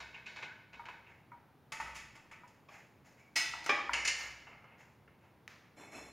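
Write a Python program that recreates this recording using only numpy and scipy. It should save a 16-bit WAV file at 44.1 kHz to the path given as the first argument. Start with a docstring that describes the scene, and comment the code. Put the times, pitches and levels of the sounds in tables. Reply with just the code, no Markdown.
"""A steel rod is bent into a square loop on a hand-lever bender in a hard, tiled room.
First the rod clinks, squeaks and scrapes against the pins while the lever knocks in its pivot
and a low room boom swells with the work. The rod shifts as it bends, springs loose, and the steel
bench clanks. Near four seconds the finished loop is pulled free, jangling. One sharp tick follows,
and at the end a hand rubs close to the microphone as the loop is held up."""
import sys
import numpy as np
from scipy import signal
from scipy.fft import rfft, irfft, next_fast_len
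from scipy.io import wavfile
from scipy.ndimage import map_coordinates

SR = 44100
rng = np.random.default_rng(int(sys.argv[2]) if len(sys.argv) > 2 else 0)


def int16_out(signal):
    """Quantize to a 16-bit WAV file."""
    q = np.round(np.clip(np.atleast_2d(signal).T, -1, 1) * 32767)
    wavfile.write(sys.argv[1], SR, q.astype(np.int16))


N = 269892
RING_SAMPLES = int(0.8 * SR)


def amp(db):
    """Decibels to gain."""
    return 10 ** (np.asarray(db) / 20)


def unit(x):
    """Scale to rms 1."""
    return x / np.sqrt(np.mean(x ** 2) + 1e-20)


def along(points, hz):
    """Read a curve of (Hz, value) points on a log axis."""
    f, v = np.transpose(points)
    return np.interp(np.log(hz + 1), np.log(f + 1), v)


def peaks(resonances, f):
    """Gain of (Hz, half-width in Hz, dB) resonances."""
    return sum(amp(db) / (1 + ((f - hz) / width) ** 2) for hz, width, db in resonances)


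def wobble(rate):
    """A smooth random curve, rate knots a second."""
    return map_coordinates(rng.standard_normal(int(N * rate / SR) + 4), [np.arange(N) * rate / SR])


def filtered(x, response):
    """Equalise x with a gain that depends on frequency."""
    n = x.shape[-1]
    m = next_fast_len(n + 8192)
    return irfft(rfft(x, m) * response(np.fft.rfftfreq(m, 1 / SR)), m)[..., :n]


def noise(colour, size=N):
    """Noise of rms 1. Each row of a colour: frequency in Hz, level in dB."""
    return unit(filtered(rng.standard_normal(size), lambda hz: amp(along(colour, hz))))


def add(track, s, sound):
    """Mix a sound in at s seconds."""
    i = max(round(s * SR), 0)
    track[..., i:i + sound.shape[-1]] += sound[..., :N - i]


def swell(s, length, fade_db_per_s):
    """Vibration builds up for length seconds, then dies away."""
    t = np.arange(N) / SR - s
    return np.sqrt(np.clip(t / length, 0, 1)) * amp(-fade_db_per_s * np.maximum(t - length, 0))


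def strokes(table, fade_db_per_s):
    """One envelope for each dB column of (start, length, dB, ..) rows; overlaps add in power."""
    power = np.array([swell(s, length, fade_db_per_s) ** 2 for s, length, *_ in table])
    return np.sqrt(amp(np.array(table)[:, 2:].T) ** 2 @ power)


def ambience():
    """Quiet room tone, almost alike in both ears."""
    # The room's hum and hiss. Each row: frequency in Hz, level in dB.
    colour = [(12, -28.5), (20, -7), (32, -36.5), (70, -2.5), (127, 2.5), (285, -5.5), (337, -6),
              (410, -7.5), (590, -10), (949, -11), (1060, -12.5), (4670, -30.5), (6720, -36), (7520, -38),
              (16000, -33.5)]
    mid, side = noise(colour), amp(-15) * noise(colour)
    return amp(-65) * np.array([mid + side, mid - side])


def room_tail(colour, t):
    """Diffuse ringing between the tiles; the treble dies first."""
    # Reverb time. Each row: frequency in Hz, t60 in seconds.
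    reverb = [(200, 1), (1000, 0.69), (2200, 0.94), (6000, 0.67), (12000, 0.48)]
    hz, s, spectrum = signal.stft(noise(colour, size=len(t)), SR, nperseg=256)
    decay = amp(-60 * s / along(reverb, hz)[:, None])
    return signal.istft(spectrum * decay, SR, nperseg=256)[1][:len(t)]


def spread(x, side_db):
    """Wall reflections reach the two close microphone ports slightly differently."""
    t = np.arange(SR // 8) / SR
    walls = rng.standard_normal(len(t)) * np.exp(-t / 0.138)
    side = amp(side_db) * signal.fftconvolve(x, walls / np.linalg.norm(walls))[:N]
    side = filtered(side, lambda hz: amp(along([(100, 4), (1000, 0), (5000, -3), (8000, -20)], hz)))
    return np.array([x + side, x - side])


def ringing(modes, t):
    """Decaying modes, struck at a new spot each time; each has a weaker twin that beats with it."""
    hz, db, t60 = np.transpose(modes)[:, :, None]
    size = amp(db + rng.standard_normal(hz.shape))
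    phase, twin_phase = rng.uniform(0, 2 * np.pi, (2,) + hz.shape)
    twin_hz = hz + 10 * rng.uniform(-1, 1, hz.shape)
    t = np.float32(t)
    sine = lambda f, start: np.sin(np.float32(2 * np.pi * f) * t + np.float32(start))
    pair = sine(hz, phase) + .4 * sine(twin_hz, twin_phase)
    decay = np.exp(np.maximum(np.float32(-np.log(1000) / t60) * t, -20))
    return (np.float32(size) * decay * pair).sum(0) / np.sqrt(np.sum(size ** 2) / 2)


def voiced(x, band_db, start):
    """Equalise a blow to its balance of bands, setting its level just after start."""
    # Presence, bass, body, brightness and air. Each row: lower and upper edge in Hz.
    bands = [(1600, 3300), (200, 700), (700, 1600), (3500, 7600), (8000, 15000)]
    first = round(start * SR)
    head, early = x[first:first + round(.014 * SR)], x[:round(.09 * SR)]
    hz, power = signal.periodogram(early, SR, window=("tukey", .1))
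    power = power / power.sum() * np.mean(head ** 2)
    curve = []
    for (lo, hi), want_db in zip(bands, band_db):
        boost_db = want_db - 10 * np.log10(power[(hz > lo) & (hz < hi)].sum() + 1e-20)
        curve += [(lo * 1.15, boost_db), (hi / 1.15, boost_db)]
    return filtered(x, lambda f: amp(along(sorted(curve), f)))


def blows(hits, modes, colour, modes_db, tail_db, chatter, gain_db, bass_db, air_db):
    """Steel on steel: a brief chatter of contact, then the modes and the room ring out.
    Each hit: start in seconds, presence in dB, body and brightness in dB against it,
    contact time in seconds, ring-out in dB. Each mode: pitch in Hz, level in dB, t60 in seconds.
    The colour is the dense ringing around the modes. Each row: frequency in Hz, level in dB."""
    out, t = np.zeros(N), np.arange(RING_SAMPLES) / SR
    # While the parts touch, the modes are damped to broad humps that colour chatter and echo alike.
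    grid = np.arange(0, SR / 2, 10)
    humps = np.max([peaks([(hz, 25 + hz / 150, db / 2)], grid) for hz, db, _ in modes], axis=0)
    for s, db, body_db, bright_db, contact, ring_db in hits:
        contact = max(contact, .002)
        burst = noise(colour, size=len(t)) * np.exp(-t / (chatter * contact + 0.0073))
        echo = amp(ring_db + tail_db) * room_tail(colour, t)
        dense = filtered(burst + echo, lambda f: .5 + 1.3 * np.interp(f, grid, humps))
        attack = 1 - np.exp(-(2 * t / contact) ** 2)
        blow = (dense + amp(ring_db + modes_db) * ringing(modes, t)) * attack
        balance_db = np.array([0, body_db + bass_db, body_db, bright_db, bright_db + air_db])
        add(out, s, voiced(blow, db + balance_db, contact / 2))
    return amp(gain_db) * out


def room_boom(gain_db, pitch_hz, rise_s):
    """One low room mode, slightly unsteady in pitch, swells with the work and dies away."""
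    # Swells of the boom. Each row: start in seconds, relative level in dB.
    swells = [(-0.1, -67), (0.72, -73), (1.8, -62.5), (3.45, -70), (3.88, -60), (4.21, -68), (5.95, -71)]
    envelope, = strokes([(s, rise_s, db) for s, db in swells], fade_db_per_s=55.5)
    phase = 2 * np.pi * pitch_hz * np.arange(N) / SR + .6 * wobble(5.3)
    return amp(gain_db) * envelope * unit(np.sin(phase))


def hand_rub(rustle_db, squeak_db, rough_db, waver_db):
    """Skin drags in small slips: a dull rustle and thin resonances above it, which swell by turns."""
    # Hand strokes. Each row: start and length in seconds, rustle and squeak in relative dB.
    rubs = [(5.764, 0.058, -55.5, -64.5), (5.915, 0.048, -51.5, -61)]
    # The rustle. Each row: frequency in Hz, level in dB.
    colour = [(59, -37), (100, -17), (291, 3), (550, -4.5), (595, 1), (1340, -8.5), (2270, -6), (3540, -23),
              (3840, -25), (4220, -23), (4500, -31), (5850, -54), (9900, -120)]
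    # The squeak. Each row: pitch and half-width in Hz, level in dB.
    resonances = [(2220, 35, 2), (2590, 55, -2), (3500, 50, -6), (4170, 35, -4), (5340, 130, -10),
                  (5730, 30, -9), (5890, 35, -13), (6680, 90, -9), (7400, 90, -7), (7600, 40, -10),
                  (7800, 30, -12), (8280, 40, -17), (9035, 35, -13), (9650, 90, -22), (10275, 45, -10),
                  (11585, 40, -18), (12480, 40, -24), (13500, 45, -22)]
    rustle, squeak = strokes(rubs, fade_db_per_s=68)
    slips = unit(amp(rough_db * wobble(220)))
    thin = np.zeros(N)
    for k in range(3):
        waver = amp(waver_db * wobble(11))
        thin += waver * filtered(slips * rng.standard_normal(N), lambda f: peaks(resonances[k::3], f))
    return amp(rustle_db) * rustle * slips * noise(colour) + amp(squeak_db) * squeak * unit(thin)


def sharp_tick(gain_db, wet_db):
    """A single dry tick and the room's answer."""
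    # The tick's cue: start in seconds, relative level in dB.
    cues = [(5.478, -35.5)]
    # Its colour. Each row: frequency in Hz, level in dB.
    colour = [(120, -30), (400, -10), (1200, -1), (2300, 0), (3200, -9), (6600, -11), (8500, -25),
              (15000, -26)]
    out, t = np.zeros(N), np.arange(RING_SAMPLES) / SR
    for s, db in cues:
        tick = noise(colour, size=len(t)) * np.exp(-t / 0.0024)
        echo = room_tail(colour, t) * (1 - np.exp(-t / 0.013))
        add(out, s, amp(db + gain_db) * (tick + amp(wet_db) * echo))
    return out


def rod_scrapes(grind_db, hiss_db, rough_db, sing_db):
    """The rod drags over the pins, catching unevenly, and sings at its resonances."""
    # Drags. Each row: start and length in seconds, grind and hiss in relative dB.
    drags = [(0.28, 0.045, -61, -75), (1.07, 0.033, -56, -71), (2.475, 0.018, -68, -66),
             (2.686, 0.068, -52.5, -58), (3.045, 0.02, -60.5, -60), (3.17, 0.018, -62, -65.5),
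             (4.13, 0.088, -51, -48), (4.5, 0.026, -58, -82), (4.66, 0.086, -59.5, -93),
             (4.778, 0.027, -57, -62), (5.2, .04, -65, -76.5)]
    # Low grind and high hiss. Each row: frequency in Hz, level in dB.
    grind_colour = [(290, -30.5), (500, -8.5), (888, -2), (1070, -13), (2190, -2.5), (2370, -11),
                    (2590, -5), (4000, -34), (5200, -61), (8800, -120)]
    hiss_colour = [(1940, -39), (3300, -17.5), (4500, -12.5), (5100, -15.5), (6690, -9), (7540, -13.5),
                   (8050, -22), (15100, -25.5), (16000, -37.5)]
    # The rod's resonances. Each row: pitch and half-width in Hz, level in dB.
    singing = [(956, 10, -7), (2415, 14, -1.5), (5210, 88, 3), (6820, 90, -10.5)]
    grind, hiss = strokes(drags, fade_db_per_s=90.5)
    catch = unit(amp(rough_db * wobble(170)))
    drag = amp(grind_db) * grind * noise(grind_colour) + amp(hiss_db) * hiss * noise(hiss_colour)
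    return filtered(catch * drag, lambda f: 1 + amp(sing_db) * peaks(singing, f))


def rod_squeaks(gain_db):
    """A slip on a pin excites one damped resonance of the ribbed rod; longer slips sing purer."""
    # Slips. Each row: start in seconds, relative level in dB, length in seconds, pitch in Hz.
    slips = [(0.139, -46, .016, 2620), (0.258, -48, .02, 2600), (0.425, -45, .014, 2550),
             (0.47, -52, .07, 1530), (0.731, -51, .016, 2600), (0.886, -49, .01, 2560),
             (1.064, -58, .018, 2560), (2.315, -54, .04, 2260), (3.18, -66, .1, 2260),
             (3.933, -32, .016, 2750)]
    out, t = np.zeros(N), np.arange(SR // 2) / SR
    for s, db, length, hz in slips:
        width = 2.5 / length + 30
        tone = unit(filtered(rng.standard_normal(len(t)), lambda f: peaks([(hz, width, 0)], f)))
        rise = 2 * t / length
        add(out, s, amp(db + gain_db) * tone * rise * np.exp(1 - rise))
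    return out


def lever_knocks(wet_db):
    """The lever takes up the play in its pivot: a few well-damped modes and a little room."""
    # Each row: time in seconds, level in dB, pitch in Hz, longest t60 the grip allows in seconds.
    knocks = [(0.795, -32.5, 942, 0.12), (0.886, -32, 981, 0.106), (1.318, -40.5, 954, 0.21),
              (1.801, -26, 893, 0.085), (2.435, -43, 980, 0.19), (3.536, -20, 936, 0.028),
              (3.894, -15, 967, 0.019)]
    # The pivot's modes. Each row: multiple of the pitch, level in dB, t60 in seconds.
    pivot = [(1, -5, 0.45), (1.03, 3, 0.01), (1.29, -11, 0.12), (1.45, -1, 0.024), (2.1, 1, 0.01),
             (2.35, -15.5, 0.13)]
    echo_colour = [(300, -35.0), (750, -11.5), (930, -0.5), (1100, -15.5), (1350, -10.5),
                   (2200, -19.5), (4000, -44.5)]
    out, t = np.zeros(N), np.arange(RING_SAMPLES) / SR
    attack = 1 - np.exp(-(t / 0.002) ** 2)
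    for s, db, pitch, ring in knocks:
        modes = [(ratio * pitch, level, min(t60, ring)) for ratio, level, t60 in pivot]
        echo = amp(wet_db) * np.sqrt(ring) * room_tail(echo_colour, t)  # long rings feed the room more
        add(out, s - .001, amp(db) * (ringing(modes, t) + echo) * attack)
    return out


def bench_clanks():
    """A faint ring as the rod scrapes, then one loud clank of the steel bench."""
    # The steel channel's cues, modes and dense ringing; rows as in blows().
    cues = [(2.685, -60.5, 1, -12, .004, -5), (3.691, -28, -3.5, -14, .005, -5)]
    modes = [(260, -23, 0.8), (299, -18, 0.57), (333, -13, 0.5), (379, -17, 0.58), (425, -13, 0.32),
             (583, -9, 0.53), (807, -11, 0.8), (830, -11, 0.55), (1116, -4, 0.4), (1139, -3, 0.52),
             (1180, -2, 0.31), (1202, -9, 0.59), (1223, -13, 0.8), (1240, -11, 0.79), (1608, -11, 0.52),
             (1704, -12, 0.8), (1756, -15, 0.8), (1785, -8, 0.79), (1815, -12, 0.67), (1965, -8, 0.8),
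             (2257, -6, 0.78), (2289, -12, 0.8), (2354, -1, 0.35), (2389, 0, 0.39), (2498, -7, 0.25),
             (3163, -17, 0.8), (3302, -11, 0.38), (3714, -19, 0.45), (5111, -18, 0.45), (5161, -14, 0.33)]
    colour = [(120, -23), (250, -15.5), (340, -16), (480, -11.5), (700, -9.5), (1150, -5), (1450, -11),
              (2300, -8), (3200, -12.5), (4300, -16), (5200, -17), (7200, -23), (8200, -36.5),
              (16000, -58.5)]
    return blows(cues, modes, colour, modes_db=-2, tail_db=-4.5, chatter=1.2,
                 gain_db=0.5, bass_db=-7, air_db=-22.5)


def rod_clinks():
    """The rod clinks under the hand as it is set against the pins."""
    # The held rod's hits, modes and dense ringing; rows as in blows().
    hits = [(0.001, -48, -2, -5, 0.0041, -3), (0.141, -51, -6.5, -14.5, 0.0032, 7),
            (0.256, -48.5, -7.5, -7.5, 0.011, 31), (0.36, -47.5, -3.5, -8.5, 0.0022, 1.5),
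            (0.423, -42, -5.5, -11.5, 0.0067, -7.5), (0.729, -56, -1.5, -9, 0.002, 15),
            (0.854, -49.5, -3.5, -13.5, 0.0027, -9), (0.884, -51, -2.5, -13.5, 0.0018, -3),
            (1.063, -67, -17, -12, 0.0052, -21)]
    modes = [(842, -9, .7), (890, -8, .7), (910, -6, .7), (960, -7, .7), (1479, 0, .75), (1500, -6, .7),
             (1560, -4, .7), (1623, -6, .6), (1690, -5, .7), (1815, -7, .6), (2089, -6, .6), (2109, -6, .6),
             (2228, 0, .7), (2254, -5, .6), (2483, -6, .4), (2571, -3, .4), (2589, -4, .4), (2975, -10, .4),
             (3767, -18, .3)]
    colour = [(71, -35), (120, -4.5), (167, -18), (524, -10.5), (569, -20), (617, -5.5), (911, -10),
              (1070, -1), (1520, -8.5), (1940, -8.5), (2240, -5.5), (3520, -15), (7200, -28.5), (7980, -45),
              (16000, -66)]
    return blows(hits, modes, colour, modes_db=-3, tail_db=-2, chatter=3.2,
                 gain_db=-2.5, bass_db=-9, air_db=-22)


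def rod_bends():
    """Wedged by the lever, the rod shifts on the pins as it bends."""
    # The wedged rod's hits, modes and dense ringing; rows as in blows().
    hits = [(1.72, -44.5, -3.5, -6.5, 0.0014, -1.5), (1.8, -45.5, -3.5, -11.5, 0.0017, 3.5),
            (1.865, -59, 5, -10, 0.0072, 14), (1.942, -51, -7.5, -5, 0.021, 1.5),
            (2.15, -60, -1.5, -8, 0.0082, 0.5), (2.311, -56.5, -1.5, -11.5, 0.0058, -1),
            (2.474, -82, 0, 9, 0.0042, -17)]
    modes = [(857, -6, .5), (885, -3, .6), (908, -3, .6), (957, -9, .5), (1153, -4, .4), (1244, -6, .5),
             (1300, -5, .5), (1475, -9, .5), (1820, -4, .55), (1957, -4, .6), (1985, -6, .55),
             (2080, -7, .55), (2260, -6, .5), (2523, -8, .4), (2589, -8, .4), (4592, -17, .35),
             (5175, -7, .3), (6708, -17, .3), (10175, -21, .5), (10610, -15, .2)]
    colour = [(71, -24), (120, -17.5), (410, -28), (742, -12.5), (892, -21), (1010, -8), (1120, -10),
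              (1680, -7), (1980, -10), (3740, -8), (5300, -6), (7350, -4.5), (8140, -13.5), (10400, -18),
              (16000, -29.5)]
    return blows(hits, modes, colour, modes_db=-13.5, tail_db=-6, chatter=2.4,
                 gain_db=1, bass_db=-12.5, air_db=-10)


def rod_springs():
    """The rod springs loose and rings freely."""
    # The sprung rod's hits, modes and dense ringing; rows as in blows().
    hits = [(3.355, -31, -12.5, -1.5, 0.011, -1.5), (3.64, -56.5, -1.5, 3, 0.0052, -12),
            (3.661, -41.5, -1.5, -6, 0.0018, -8)]
    modes = [(686, -19, 0.8), (857, -16, 0.8), (887, -16, 0.8), (904, -17, 0.8), (1323, -17, 0.8),
             (1497, -16, 0.8), (1916, -8, 0.68), (1945, -2, 0.59), (1962, -2, 0.78), (2095, -6, 0.8),
             (2159, -10, 0.69), (2208, -7, 0.58), (2262, -10, 0.64), (2524, -7, 0.55), (2552, -10, 0.49),
             (2583, 0, 0.42), (2650, -12, 0.63), (2778, -13, 0.68), (2973, -12, 0.53), (3572, -16, 0.74),
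             (4089, -14, 0.6), (4274, -18, 0.6), (4845, -15, 0.55), (4983, -9, 0.4), (5173, 0, 0.42),
             (5587, -18, 0.6), (6047, -12, 0.37), (6288, -5, 0.35), (6925, -15, 0.43), (8705, -20, 0.42)]
    colour = [(71, -50.5), (120, -20.5), (222, -38), (321, -10.5), (362, -31), (557, -18.5), (643, -27.5),
              (698, -17), (1400, -6.5), (2020, -7.5), (3110, -9.5), (5300, -10), (7820, -13.5), (9020, -21),
              (16000, -33)]
    return blows(hits, modes, colour, modes_db=-3, tail_db=-3, chatter=1,
                 gain_db=-0.5, bass_db=-7, air_db=-13)


def loop_jangles():
    """The finished loop jangles as it is pulled free."""
    # The loop's hits, modes and dense ringing; rows as in blows().
    hits = [(3.931, -30, -8.5, -8, 0.0052, -0.5), (4.047, -31, -12.5, -4, 0.009, -4.5),
            (4.072, -28, -16.5, -2, 0.008, -5.5), (4.205, -44, -4.5, -11, 0.0016, 3.5),
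            (4.468, -54, 0, -22, 0.0017, 4), (4.639, -60, 3.5, -22, 0.0059, -6),
            (5.076, -62, 0, -27, 0.003, -9.5), (5.236, -75, 9, -18.5, 0.003, -4)]
    modes = [(1686, -8, 0.78), (1814, -1, 0.58), (2038, -5, 0.8), (2069, -2, 0.8), (2103, -4, 0.8),
             (2123, -5, 0.8), (2149, -2, 0.8), (2223, -4, 0.59), (2258, 0, 0.8), (2339, -5, 0.66),
             (2560, -1, 0.45), (2702, -1, 0.49), (2775, -2, 0.42), (2899, -7, 0.76), (2929, -2, 0.6),
             (3005, -6, 0.79), (4338, -7, 0.52), (4628, -8, 0.51), (5000, -9, 0.59), (5111, -6, 0.56),
             (5170, -9, 0.49), (5476, -7, 0.52), (5792, -8, 0.57), (5888, -5, 0.45), (5913, -11, 0.57),
             (6473, -8, 0.44), (6738, -4, 0.54), (6957, -4, 0.51), (7079, -7, 0.43), (7288, -10, 0.46)]
    colour = [(71, -53), (120, -25), (308, -20.5), (580, -11.5), (684, -14), (892, -12), (1290, -11),
              (2110, -7), (2990, -12.5), (3380, -9), (4230, -7), (6910, -9), (7980, -10.5), (9020, -9.5),
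              (16000, -43.5)]
    return blows(hits, modes, colour, modes_db=-6.5, tail_db=-6, chatter=1.14,
                 gain_db=-3, bass_db=-11, air_db=-15.5)


def scene():
    """The bender at work, straight ahead, over the room tone."""
    work = rod_clinks() + rod_bends() + rod_springs() + bench_clanks() + loop_jangles()
    work += lever_knocks(wet_db=-13.5)
    work += sharp_tick(gain_db=-5.5, wet_db=-14.5)
    work += rod_squeaks(gain_db=-2)
    work += rod_scrapes(grind_db=-4, hiss_db=-11, rough_db=1, sing_db=3.5)
    work += hand_rub(rustle_db=1.5, squeak_db=6, rough_db=1, waver_db=2)
    work += room_boom(gain_db=3, pitch_hz=61, rise_s=0.075)
    return spread(work, side_db=-24) + ambience()


def record(dry):
    """The microphone's colour, with nothing above 15.8 kHz."""
    # A narrow dip in the treble. Each row: frequency in Hz, gain in dB.
    treble_dip = [(7300, 0), (7650, -1), (7950, -8), (8300, -1), (8700, 0)]
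    return filtered(dry, lambda hz: amp(along(treble_dip, hz)) * (hz < 15800))


dry = scene()
out = record(dry)
int16_out(out)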